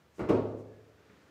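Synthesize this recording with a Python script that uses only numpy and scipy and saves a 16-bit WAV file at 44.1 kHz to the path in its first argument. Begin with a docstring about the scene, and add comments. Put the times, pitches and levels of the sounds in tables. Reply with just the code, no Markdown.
"""Weights set down in a basement gym

Two heavy weights come down one just after the other in a bare concrete room. Each knocks down
in several quick hits: the floor thumps, the metal clicks and rings, and the room booms on in its
standing waves. The lifter straightens up and takes a soft step on a wooden platform, a sole
squeaking and clothes rustling over faint room tone."""
import sys
import numpy as np
from scipy import signal
from scipy.fft import rfft, irfft
from scipy.io import wavfile

SR = 44100
rng = np.random.default_rng(int(sys.argv[2]) if len(sys.argv) > 2 else 0)


def file_out(sig):
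    """Save sig as 16-bit WAV at sys.argv[1]."""
    # one column per channel
    cols = np.atleast_2d(sig).T
    # limit, then scale
    lim = np.clip(cols, -1, 1)
    pcm = np.round(lim * 32767).astype(np.int16)
    wavfile.write(sys.argv[1], SR, pcm)


N = 57330


def undb(db):
    """Decibels to gain."""
    return 10 ** (np.asarray(db) / 20)


def at(table, hz):
    """Read a table on a log-frequency axis."""
    f, v = np.array(table, float).T
    return np.interp(np.log(np.maximum(hz, 1)), np.log(f), v)


def noise(colour):
    """Noise of unit rms with an even spectrum of the given colour."""
    hz = np.arange(N // 2 + 1) * SR / N
    y = irfft(undb(at(colour, hz)) * np.exp(2j * np.pi * rng.random(len(hz))), N)
    return y / y.std()


def convolve(a, b):
    """Pass a sound through a response."""
    return signal.fftconvolve(a, b)[:N]


def ring(modes, attack_s):
    """Decaying sines that swell for a moment after a blow."""
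    t = np.arange(N) / SR
    partials = sum(undb(db) * np.sin(2 * np.pi * hz * t) * np.exp(-np.log(1000) * t / t60)
                   for hz, db, t60 in modes)
    return (1 - np.exp(-t / attack_s)) * partials


def room_tone():
    """A faint, steady bed of low room noise."""
    # spectrum of the still room (frequency [Hz], level [dB])
    air_colour = [(20, -43), (45, -22.5), (73, 4), (100, -3.5), (140, -2), (200, -6.5), (330, -9),
                  (470, -4.5), (750, -14), (1400, -14), (3000, -22), (7000, -29.5), (10000, -36),
                  (15000, -35.5)]
    return undb(-65) * noise(air_colour)


def clothes():
    """Cloth rubs unevenly as the lifter moves, now and then with a brighter swish."""
    # spectrum of rubbing cloth (frequency [Hz], level [dB])
    cloth_colour = [(60, -39), (250, 4.5), (450, -1.5), (750, -10), (1600, -8), (3000, -16), (7000, -25),
                    (10000, -39), (15000, -55)]
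    # envelope of the rustle (time [s], level [dB])
    rustle_curve = [(0, -71), (.1, -91), (.18, -64.5), (.5, -64), (.6, -75), (.8, -72), (1.0, -67.5),
                    (1.16, -64), (1.3, -65)]
    # brief swishes of fabric (peak time [s], level [dB], half length [s])
    swishes = [(0.183, -71, 0.043), (0.594, -75, 0.034)]
    # spectrum of a swish (frequency [Hz], level [dB])
    swish_colour = [(500, -31.5), (3000, -6), (6500, 3), (10000, -7), (15000, -13)]
    t = np.arange(N) / SR
    flicker_db = .8 * np.interp(t, np.linspace(0, t[-1], 60), rng.standard_normal(60))
    rustle_db = np.interp(t, *np.array(rustle_curve).T)
    rustle = noise(cloth_colour) * undb(rustle_db + flicker_db)
    swells = sum(undb(db) * np.exp(-((t - peak) / half) ** 2) for peak, db, half in swishes)
    return rustle + swells * noise(swish_colour)


def reflections(colour):
    """Dense echoes off concrete walls; each octave builds up and dies away at its own rate."""
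    # reverb decay of the basement (frequency [Hz], t60 [s])
    decay_times = [(60, 1), (200, 0.77), (450, 1), (1000, 0.69), (2500, 0.39), (5000, 0.57), (8000, 0.39),
                   (14000, 0.12)]
    t = np.arange(N) / SR
    spectrum, hz = rfft(noise(colour)), np.arange(N // 2 + 1) * SR / N
    centres = 60 * 2. ** np.arange(9)
    tail = 0
    for centre, share in zip(centres, np.eye(len(centres))):
        band = irfft(spectrum * np.interp(hz, centres, share), N)
        attack_s = 0.0022 + 2.7 / centre  # low echoes arrive later
        build = 1 - np.exp(-t / attack_s)
        tail = tail + band * build * np.exp(-np.log(1000) * t / at(decay_times, centre))
    return tail


def contacts(hits, boom=0):
    """Each hit pushes the floor, exciting any added boom, and clicks; thud and click both echo."""
    # short ring of weight and floor together (frequency [Hz], level [dB], t60 [s])
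    thump_modes = [(69.7, -18.5, 0.19), (220.3, 9.5, 0.035), (349.8, 18.5, 0.027), (419, 12.5, 0.031),
                   (573, 9, 0.033), (884, -3, 0.059), (1151, 3, 0.045), (2584, -13, 0.013)]
    # spectrum of the wall reflections (frequency [Hz], level [dB])
    echo_colour = [(25, -25), (50, -19), (110, -16.5), (170, -9.5), (260, -7.5), (420, -2), (600, -2.5),
                   (800, -13), (1150, -7.5), (1600, -15), (2500, -28), (4000, -14.5), (15000, -42)]
    # spectrum of metal on metal (frequency [Hz], level [dB])
    click_colour = [(100, -35.5), (700, 13.5), (1500, 4), (2600, 3.5), (3600, -8.5), (6000, -13),
                    (9000, -21), (15000, -35.5)]
    t = np.arange(N) / SR
    resonance = ring(thump_modes, attack_s=0.0035) + boom
    out = np.zeros(N)
    for start, db, hardness_hz, click_db in hits:
        push = t * np.exp(-2 * np.pi * hardness_hz * t)  # harder is shorter and brighter
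        thud = convolve(push / push.sum(), resonance + undb(-5) * reflections(echo_colour))
        snap = undb(0.5) * noise(click_colour) * np.exp(-t / 0.0077)
        click = snap + undb(-6) * reflections(click_colour)
        i = int(start * SR)
        out[i:] += undb(db) * (thud + undb(click_db) * click)[:N - i]
    return out


def floor_knocks():
    """The weights knock, click and thud deeply on the floor."""
    # knocks and one deep thud (time [s], level [dB], hardness [Hz], relative click level [dB])
    knocks = [(0.183, -47, 1213, -12.5), (0.1935, -36, 1150, -14.5), (0.219, -18, 112, -49.5),
              (0.233, -37, 803, -31), (0.2465, -40.5, 785, -35), (0.2885, -30.5, 1260, -10.5),
              (0.2942, -36, 1390, -2.5), (0.2968, -27, 1300, -15), (0.345, -29, 965, -26.5)]
    return contacts(knocks)


def grind():
    """Grit crunches under the first weight as it tips flat, in a fading run of tiny cracks."""
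    # spectrum of crushed grit (frequency [Hz], level [dB])
    grit_colour = [(200, -30), (700, 3), (1250, -4.5), (1400, 8.5), (1600, -4.5), (2300, -6.5),
                   (3300, -21.5), (7000, -32.5), (15000, -50)]
    start_s, fade_s, cracks_per_s, crack_s = 0.1935, 0.029, 1000, 0.0017
    t = np.arange(N) / SR
    age = t - start_s
    cracks = (rng.random(N) < cracks_per_s / SR) * 1.
    bite = np.sqrt(np.abs(convolve(cracks, np.exp(-t / crack_s))))  # cracks add in power
    bite /= np.sqrt(np.mean(bite ** 2))
    fade = (age > 0) * np.exp(-np.abs(age) / fade_s)
    crunch = noise(grit_colour) * bite * fade
    reverb = convolve(crunch, reflections(colour=[(20, 0), (15000, 0)]))
    return undb(-40.5) * (crunch + undb(-31) * reverb)


def full_landings():
    """Each weight comes down fully, setting the metal ringing and the room booming."""
    # heavy hits (time [s], level [dB], hardness [Hz], relative click level [dB])
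    landings = [(0.2055, -32, 655, -37), (0.3035, -18, 541, -26)]
    # standing waves of the basement (frequency [Hz], level [dB], t60 [s])
    room_modes = [(73.1, -32.5, 0.74), (87.8, -21.5, .35), (106, -13, 1.14), (139.6, -19.5, 0.88),
                  (180, -24.5, 0.43), (212.6, -25.5, 0.24), (240.2, -10, 0.58), (263.8, -10, .7),
                  (325.1, -13, 0.74), (361.4, -12, 0.81), (381.5, -7, 0.55), (434.6, -15, 1.35),
                  (446.7, -10, 0.82), (487, -7.5, 0.69), (619.3, -9.5, 0.72)]
    # ring of the metal (frequency [Hz], level [dB], t60 [s])
    metal_modes = [(729, -13, .55), (816, -14, .6), (906, -11, .6), (932, -14, .6), (1104, -11, .5),
                   (1276, -17, .5), (1400, -15, .35)]
    return contacts(landings, boom=ring(room_modes + metal_modes, attack_s=0.0052))


def squeak():
    """A sole squeaks faintly as the lifter starts to walk."""
    # one thin, narrow peak (frequency [Hz], level [dB])
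    squeak_colour = [(1300, -44), (1580, -25), (1680, 8), (1800, -12), (2200, -50)]
    peak_s, half_length_s = 0.739, 0.083
    swell = np.exp(-((np.arange(N) / SR - peak_s) / half_length_s) ** 2)
    return undb(-73.5) * noise(squeak_colour) * swell


def steps():
    """A shoe softly knocks the wooden platform and scuffs across it."""
    # shoe contacts (time [s], knock level [dB], scuff level [dB])
    footfalls = [(0.982, -56, -68), (1.097, -52.5, -63.5), (1.128, -56, -85)]
    # ring of the platform (frequency [Hz], level [dB], t60 [s])
    wood_modes = [(120, -5, 0.09), (194, 3.5, 0.063), (416.7, -2.5, 0.11)]
    # spectrum of the sliding sole (frequency [Hz], level [dB])
    scuff_colour = [(200, -7), (500, -18), (900, -1), (1700, 8), (2800, -6), (8000, -30)]
    t = np.arange(N) / SR
    out = np.zeros(N)
    for start, knock_db, scuff_db in footfalls:
        knock = undb(knock_db) * ring(wood_modes, attack_s=0.0026)
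        scuff = undb(scuff_db) * noise(scuff_colour) * np.exp(-t / 0.032)
        i = int(start * SR)
        out[i:] += (knock + scuff)[:N - i]
    return out


def scene():
    """The weights up front, the lifter's quiet movements and room tone beneath, in mono."""
    weights = full_landings() + floor_knocks() + grind()
    lifter = steps() + clothes() + squeak()
    return (weights + lifter + room_tone())[None]


def record(dry):
    """The small microphone loses the deepest bass; the recorder cuts the top."""
    low_cut_hz, high_cut_hz = 54, 15500
    thin = signal.sosfilt(signal.butter(4, low_cut_hz, "highpass", fs=SR, output="sos"), dry)
    return signal.sosfilt(signal.ellip(10, .1, 80, high_cut_hz, fs=SR, output="sos"), thin)


dry = scene()
out = record(dry)
file_out(out)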